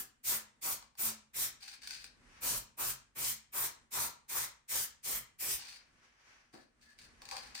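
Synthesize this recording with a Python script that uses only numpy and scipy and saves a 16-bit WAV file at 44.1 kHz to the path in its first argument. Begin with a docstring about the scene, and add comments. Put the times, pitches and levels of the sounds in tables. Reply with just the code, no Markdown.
"""In a small room, a paint can sprays short bursts over a small box on a cardboard sheet, close under a phone.
The jet is shaped noise: a hiss at the nozzle and a roar where it strikes. Sheet, box and air hum as wavering
tones. Between bursts the mixing ball rolls and knocks, as noise grains and short pushes ringing the steel can.
There are also two finger taps, a soft thud, a sleeve rustling as patchy noise, a faint rumble and room echo."""
import sys
import numpy as np
from scipy import signal
from scipy.fft import rfft, irfft
from scipy.io import wavfile
from scipy.ndimage import uniform_filter1d

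SR = 44100
rng = np.random.default_rng(int(sys.argv[2]) if len(sys.argv) > 2 else 0)


def file_out(sig):
    """Save sig as 16-bit WAV at sys.argv[1]."""
    # one column per channel
    cols = np.atleast_2d(sig).T
    # limit, then scale
    lim = np.clip(cols, -1, 1)
    pcm = np.round(lim * 32767).astype(np.int16)
    wavfile.write(sys.argv[1], SR, pcm)


N = 335160

# Room and pickup
# slow level curve of the room rumble: t/s, level/dB
RUMBLE_LEVEL = [(0, -82), (.6, -78.5), (1.3, -83.5), (2.0, -69.5), (3.1, -77.5), (4.6, -80), (5.7, -79.5),
                (5.9, -80), (6.6, -80), (7.1, -70.5), (7.6, -65.5)]
# colour of the rumble: f/Hz, level per Hz/dB
RUMBLE_COLOUR = [(12, -33), (20, 4.5), (58, -1), (175, -2), (742, -9.5), (1750, -6.5), (3410, -17.5),
                 (5980, -20.5), (8700, -17.5), (12000, -32.5), (15600, -69), (22000, -120)]
# low resonances of the room: f/Hz, width/Hz, level/dB
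ROOM_MODES = [(50, 7.8, 1), (126, 6.1, -7.5), (238, 18, -6)]
# time for the echo to fall by 60 dB: f/Hz, time/s
ROOM_T60 = [(60, 0.94), (300, 0.34), (1000, 0.4), (4000, 0.36), (10000, 0.16), (16000, 0.12)]
# how alike the two microphone ports hear: f/Hz, likeness/0-1
LIKENESS = [(30, 0.9), (170, 0.71), (350, 0.6), (600, .2), (1500, 0.1), (6000, 0), (9000, 0), (12500, 0.3),
            (16000, 1)]
# left port over right: f/Hz, level/dB
LEFT_LEAN = [(200, -0.5), (600, -0.5), (4400, 1.5), (9000, -.5)]
ROOM_DB, PORT_LAG_S = -1, 0.00015  # echo level; the left port hears this much later
TOP_HZ = 15900  # the phone cuts above this
OCTAVE_CENTRES_HZ = 40 * 2. ** np.arange(10.)

# Sleeve and thud
# sleeve strokes: loudest at t/s, level/dB, rise/dB per s
SLEEVE_STROKES = [(2.37, -61, 88), (5.8, -69, 195.5), (6.05, -67, 114), (6.18, -69, 62), (6.328, -63.5, 57),
                  (7.12, -71.5, 43), (7.48, -61.5, 35)]
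# colour of the cloth noise: f/Hz, level per Hz/dB
CLOTH_COLOUR = [(250, -15.5), (500, -11.5), (900, -6.5), (1900, -2), (2700, -6), (3600, -13.5),
                (5200, -11.5), (6000, -9.5), (7000, -19), (10000, -27.5), (15000, -41)]
SLEEVE_FALL_DB_PER_S = 97.5
ARM_RUMBLE_DB = -11.5  # low stir of the moving arm, over the sleeve level
# resonances of the cardboard under the thud: f/Hz, width/Hz, level/dB
CARDBOARD = [(266, 97, 0.5), (537, 170, -5), (712, 170, -5.5), (1810, 820, -15.5)]
THUD_S, THUD_DB, THUD_T60_S = 6.533, -51.5, 0.28

# Ball and can
# rolls along the wall: t/s, length/s, ring level at start/dB, change to the end/dB, body level/dB, note level/dB
ROLLS = [(1.605, 0.15, -57.5, 3.5, -82, -81), (1.817, 0.057, -56, -1.5, -79, -58.5),
         (1.89, 0.11, -50, -4, -77, -83), (1.979, 0.069, -54.5, -10, -80, -81),
         (5.585, 0.19, -51, -5.5, -63.5, -74), (6.526, 0.12, -66.5, -7, -72.5, -68),
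         (6.81, 0.13, -71, -3, -97, -63.5), (6.982, 0.079, -61, -4, -89, -66),
         (7.216, 0.074, -68, -9, -63, -66), (7.283, 0.034, -60.5, 5, -71, -62),
         (7.314, 0.2, -50, -15, -46.5, -69), (7.547, 0.075, -46, -10.5, -62, -58)]
# ball knocks: t/s, peak level of the push/dB
KNOCKS = [(1.6315, -44), (1.6806, -41), (1.8223, -56), (1.8338, -47), (1.843, -50), (1.8736, -34),
          (1.888, -53), (1.9074, -38), (1.931, -57), (2.0422, -38.5), (2.052, -60), (2.0634, -53),
          (5.6941, -47), (6.815, -66), (6.9876, -50), (7.0175, -53), (7.2186, -45.5), (7.2537, -45),
          (7.2882, -41), (7.3119, -35.5), (7.367, -35), (7.5513, -36), (7.577, -41)]
# dull finger taps on the can: t/s, peak level of the push/dB
TAPS = [(0.8249, -51.5), (0.9522, -60)]
# resonances of the can wall: f/Hz, width/Hz, level/dB
CAN_WALL = [(1555, 257, -8), (2410, 510, -6), (3930, 320, -7), (4280, 100, 0), (4740, 400, -2.5),
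            (6030, 330, -6), (6760, 1300, -13), (9010, 1200, -12), (14800, 520, -17)]
# lower resonances of the whole can: f/Hz, width/Hz, level/dB
CAN_BODY = [(505, 61, -9), (814, 60, 0.5), (1106, 120, -3.5)]
# single note of the wall under a rolling ball: f/Hz, width/Hz, level/dB
WALL_NOTE = [(1726, 30, 0)]
ROLL_ARCH_DB = 1.5  # lift in mid roll
KNOCK_BODY_DB, TAP_RING_DB = -17.5, 0.5  # how much a knock rings the body, and a tap the wall

# Spray
# bursts: valve opens t/s, held/s, hiss level/dB, box roar level/dB,
# share of the stroke at which the jet crosses the box/0-1, box hum level/dB, air thump level/dB
BURSTS = [(-0.13, 0.15, -35.5, -56.5, 0.52, -64.5, -53.5), (0.238, 0.14, -37, -54, 0.67, -59, -72),
          (0.618, 0.13, -36.5, -49.5, 0.57, -67, -76.5), (0.977, 0.13, -35.5, -53.5, 0.68, -51, -70.5),
          (1.339, 0.14, -36, -59, 0.5, -71, -72), (2.413, 0.18, -35.5, -50.5, 0.36, -63.5, -54.5),
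          (2.776, 0.15, -36.5, -48.5, 0.27, -67.5, -60), (3.156, 0.18, -35.5, -53, 0.19, -62.5, -62),
          (3.526, 0.15, -36, -47.5, 0.57, -81, -68.5), (3.913, 0.17, -37, -45.5, 0.49, -66, -62.5),
          (4.287, 0.17, -36.5, -48.5, 0.56, -79, -74), (4.685, 0.17, -36, -57, 0.52, -71, -77),
          (5.034, 0.16, -37.5, -64, 0.47, -68.5, -63), (5.39, 0.18, -36, -61, 0.52, -78, -67.5)]
# colour of the nozzle hiss: f/Hz, level per Hz/dB
HISS_COLOUR = [(35, -41.5), (60, -8.5), (91, -21.5), (133, -12), (172, -19.5), (515, -35), (607, -28),
               (767, -17.5), (1910, -7), (2970, -9.5), (9790, 0), (11300, -8), (14900, 3), (16000, -12)]
# cavity behind the nozzle: f/Hz, width/Hz, level/dB
NOZZLE = [(2370, 240, 0)]
# roar of the jet on the box: f/Hz, width/Hz, level/dB
BOX_ROAR = [(947, 160, 1), (1210, 190, 0), (1400, 250, -3)]
# lower roar of the jet on the cardboard: f/Hz, width/Hz, level/dB
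LOW_ROAR = [(500, 570, 0)]
# gust under the roar: f/Hz, width/Hz, level/dB
GUST = [(150, 160, 0)]
# hums of sheet, box and air in turn: f/Hz, build-up time/s, buffeting/dB
HUMS = [(128, 0.037, 3.5), (219, 0.059, 2.9), (50, .03, 5.0)]
# quick presses swell to their end and long ones sag; a press of EVEN_S does neither
EVEN_S, SWELL_DB_PER_S = 0.16, -57
LOW_ROAR_DB, LOW_FOLLOWS = -57, 0.28  # base level; dB of change per dB of box roar
THUMP_TO_ROAR_DB, THUMP_TO_GUST_DB = 1.5, -4  # a thump of air deepens the roar and gusts below it
SHEET_HUM_DB, THUMP_TO_SHEET_DB = -68.5, -0.5  # push on the sheet by the flow, and by an air thump


def undb(db):
    """Turns decibels into a gain."""
    return 10 ** (np.asarray(db) / 20)


def unit(x):
    """Scales a signal to rms 1."""
    return x / np.sqrt(np.mean(x ** 2))


def across(table, hz):
    """Reads a table at hz, with straight lines over log frequency."""
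    f, v = np.transpose(table)
    return np.interp(np.log(np.maximum(hz, 1)), np.log(np.maximum(f, 1)), v)


def octave(hz, centre):
    """Gain of one of a set of crossfading bands two octaves apart; the outer ones run on."""
    inside = np.clip(hz, OCTAVE_CENTRES_HZ[3], OCTAVE_CENTRES_HZ[9])
    steps = np.log2(inside / centre) / 2
    return np.cos(np.pi / 2 * np.clip(steps, -1, 1))


def along(curves, off=-140):
    """Lays level curves in dB on the time axis, with the level off between them."""
    level_db, t = np.full(N, 1. * off), np.arange(N) / SR
    for rows in map(np.array, curves):
        on = (t >= rows[0, 0]) & (t <= rows[-1, 0])
        level_db[on] = np.interp(t[on], rows[:, 0], rows[:, 1])
    return level_db


def soft(db):
    """Gain of a dB curve with its steps rounded."""
    return uniform_filter1d(undb(db), size=400)


def walk(rate):
    """A random wander: a new level rate times a second, joined by slopes; spread near 1."""
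    hold = int(SR / rate)
    steps = np.repeat(rng.standard_normal(N // hold + 1), hold)
    return 1.2 * uniform_filter1d(steps, hold)[:N]


def pan(db):
    """Left and right gains that differ by db."""
    return undb(np.array([db, -db]).reshape(2, -1) / 2)


def ports(a, b, gain):
    """Both ports hear sound coloured by gain; the right hears a earlier and partly replaced by the unrelated b."""
    n = a.shape[-1]
    hz = np.fft.rfftfreq(n, 1 / SR)
    alike = np.clip(across(LIKENESS, hz), 0, 1)
    earlier = np.exp(2j * np.pi * hz * PORT_LAG_S)
    left = rfft(a)
    right = alike * left * earlier + np.sqrt(1 - alike ** 2) * rfft(b)
    return irfft(np.array([left, right]) * pan(across(LEFT_LEAN, hz)) * gain(hz), n)


def shape(table):
    """Gain over frequency that follows a colour table."""
    return lambda hz: undb(across(table, hz))


def noise(gain):
    """Stereo noise of rms 1 coloured by gain."""
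    return unit(ports(*rng.standard_normal((2, N)), gain))


def patchy(table):
    """Noise in bands two octaves apart that each waver on their own, as eddies come and go."""
    total = 0
    for centre in OCTAVE_CENTRES_HZ[3::2]:
        band = ports(*rng.standard_normal((2, N)), lambda hz: shape(table)(hz) * octave(hz, centre))
        total = total + undb(2.4 * walk(25.05)) * band
    return unit(total)


def modes(table):
    """Combined response of several resonances, neighbours in opposite phase."""
    return lambda hz: sum((-1) ** k * undb(db) * 1j * hz * w / (f ** 2 - hz ** 2 + 1j * hz * w)
                          for k, (f, w, db) in enumerate(table))


def ring(push, table):
    """Resonances driven by noise under the envelope push; a steady push of 1 gives rms near 1."""
    gain = modes(table)
    spread = np.sqrt(np.mean(np.abs(gain(np.fft.rfftfreq(N, 1 / SR))) ** 2))
    return ports(*(push * rng.standard_normal((2, N))), gain) / spread


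def arm():
    """Gain of the arm's movement: each stroke swells at its own pace, and all die away alike."""
    t = np.arange(N) / SR
    strokes_db = [db - np.where(t < s, rise * (s - t), SLEEVE_FALL_DB_PER_S * (t - s))
                  for s, db, rise in SLEEVE_STROKES]
    return soft(np.max(strokes_db, axis=0))


def room_rumble():
    """Slowly wavering low noise and room resonances; the noise grows when the arm moves."""
    waver = undb(2.5 * walk(9))
    calm = undb(along([RUMBLE_LEVEL]))
    stirred = np.hypot(calm, arm() * undb(ARM_RUMBLE_DB))
    return waver * (stirred * noise(shape(RUMBLE_COLOUR)) + calm * ring(undb(-2), ROOM_MODES))


def room(dry):
    """Echo of the room: the sound smeared by noise that dies away octave by octave."""
    t = np.arange(SR // 2) / SR
    tail = 0
    for centre in OCTAVE_CENTRES_HZ:
        fade = undb(-60 * t / across(ROOM_T60, centre)) * (t > .004)  # no echo in the first 4 ms
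        band = ports(*rng.standard_normal((2, len(t))),
                     lambda hz: np.cos(np.pi / 2 * np.clip(np.log2(np.maximum(hz, 1) / centre), -1, 1)))
        tail = tail + band * fade / np.sqrt(np.sum(fade ** 2))
    return undb(ROOM_DB) * signal.fftconvolve(dry, tail, axes=1)[:, :N]


def sleeve():
    """Cloth sliding on cloth: soft noise of uneven strength."""
    return arm() * undb(1.5 * walk(50)) * noise(shape(CLOTH_COLOUR))


def thud():
    """Something soft comes down on the cardboard and makes it ring briefly."""
    since = np.maximum(np.arange(N) / SR - THUD_S, 0)
    push = (1 - np.exp(-since / 0.0059)) * undb(THUD_DB - 60 * since / THUD_T60_S)
    return ring(push, CARDBOARD)


def blows(table):
    """A short push for each blow, at full strength at once and falling within a few ms."""
    push = np.zeros(N)
    fall = np.exp(-np.arange(500) / SR / 0.0026)
    for s, db in table:
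        start = int(s * SR)
        push[start:start + 500] += undb(db) * fall
    return push


def ball():
    """The rolling ball ticks in dense uneven grains; knocks and taps are short pushes into the same can."""
    roll_db = along([[(s, db), (s + d / 2, db + fade / 2 + ROLL_ARCH_DB), (s + d, db + fade)]
                     for s, d, db, fade, _, _ in ROLLS])
    # the low body changes faster than the ring; the wall note swells past mid roll
    body_db = along([[(s, db), (s + d, db + 2.3 * fade)] for s, d, _, fade, db, _ in ROLLS])
    note_db = along([[(s, db - 16), (s + .6 * d, db), (s + d, db - 14)] for s, d, *_, db in ROLLS])
    ticks = rng.random(N) < 2000 / SR  # about 2000 a second
    grains = unit(ticks * undb(1.7 * rng.exponential(size=N)) * undb(2.5 * walk(90)))
    knocks, taps = blows(KNOCKS), blows(TAPS)
    wall = ring(grains * soft(roll_db) + knocks + undb(TAP_RING_DB) * taps, CAN_WALL)
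    body_push = undb(2.74 * walk(40)) * soft(body_db) + undb(KNOCK_BODY_DB) * knocks + taps
    body = ring(body_push, CAN_BODY)
    note = ring(soft(note_db), WALL_NOTE)
    return (wall + body + note) * pan(2.0)


def hum(push, hz, lag_s, rough_db):
    """A slow resonance: a wavering, buffeted tone that builds and dies behind its push."""
    keep = np.exp(-1 / (lag_s * SR))
    swing = signal.lfilter([1 - keep], [1, -keep], push)
    swing = swing * undb(rough_db * np.array([walk(30), walk(30)]))  # left and right buffet apart
    pitch_hz = hz + 1.5 * rough_db * walk(20)
    return swing * np.sin(2 * np.pi * np.cumsum(pitch_hz) / SR)


def bounce(x, delay_s, gain):
    """Adds the reflection off the sheet; its moving delay sweeps a comb through the sound."""
    i = np.arange(N)
    return x + gain * np.array([np.interp(i - d * SR, i, v) for v, d in zip(x, delay_s)])


def spray():
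    """Gas rushing out hisses at the nozzle, roars as the jet crosses the box, and pushes three low hums."""
    rows, t = np.array(BURSTS), np.arange(N) / SR
    lead_s = 0.014  # the flow starts this long before the listed opening
    now = np.clip(np.searchsorted(rows[:, 0] - lead_s, t) - 1, 0, None)
    opens, held, hiss_db, roar_db, cross, box_db, air_db = rows[now].T
    since = t - opens + lead_s
    share = np.minimum(since / held, 1.5)
    swell_db = SWELL_DB_PER_S * (held - EVEN_S)

    # the valve lifts over tens of ms, the finger arches through the stroke, then pressure bleeds off
    lift, shut = (1 - np.exp(-since / 0.016)) ** 4, np.maximum(since - held, 0)
    valve = lift * undb(-450 * shut)
    flow = valve * undb(swell_db * (2 * share - 0.5) - 4.23 * (2 * share - 1) ** 4)
    hiss = flow * undb(hiss_db + 0.65 * walk(120)) * patchy(HISS_COLOUR)
    whistle = ring(valve * undb(hiss_db - 9.0 - 27 * share), NOZZLE)

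    # the drifting plume keeps the box sounding a little after the valve shuts
    plume = lift * undb(-123 * shut - 37 * (share - cross) ** 2 + 2.15 * walk(60))
    low_db = LOW_ROAR_DB + LOW_FOLLOWS * (roar_db - LOW_ROAR_DB)
    low = np.hypot(undb(low_db), undb(air_db + THUMP_TO_ROAR_DB))
    roar = ring(plume * undb(roar_db), BOX_ROAR) + ring(plume * low, LOW_ROAR)
    roar = roar + ring(flow * undb(air_db + THUMP_TO_GUST_DB), GUST)

    sheet_push = np.hypot(undb(SHEET_HUM_DB), undb(air_db + THUMP_TO_SHEET_DB))
    pushes = sheet_push, undb(box_db), undb(air_db)
    hums = sum(hum(flow * push, *mode) for push, mode in zip(pushes, HUMS))

    # each pass starts at its own height over the sheet and dips or lifts on the way
    height, dip, skew = rng.random((len(rows), 3))[now].T
    delay_s = .0004 + .0006 * height + .0003 * (dip - .5) * share
    hiss = bounce(hiss, [delay_s, delay_s * (.8 + .4 * skew)], gain=.35)
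    return (hiss + whistle + roar) * pan(0.6), hums


def scene():
    """Adds all the sources, the room's echo of them (not of the hums) and the rumble."""
    jet, hums = spray()
    near = ball() + thud() + sleeve()
    # sounds close to the phone stir the room a little less than the jet does
    echo = room(jet + undb(-1.0) * near)
    return jet + hums + near + echo + room_rumble()


def record(dry):
    """The phone cuts the top with a steep low-pass filter."""
    return signal.sosfilt(signal.ellip(10, .2, 70, TOP_HZ, fs=SR, output="sos"), dry)


dry = scene()
out = record(dry)
file_out(out)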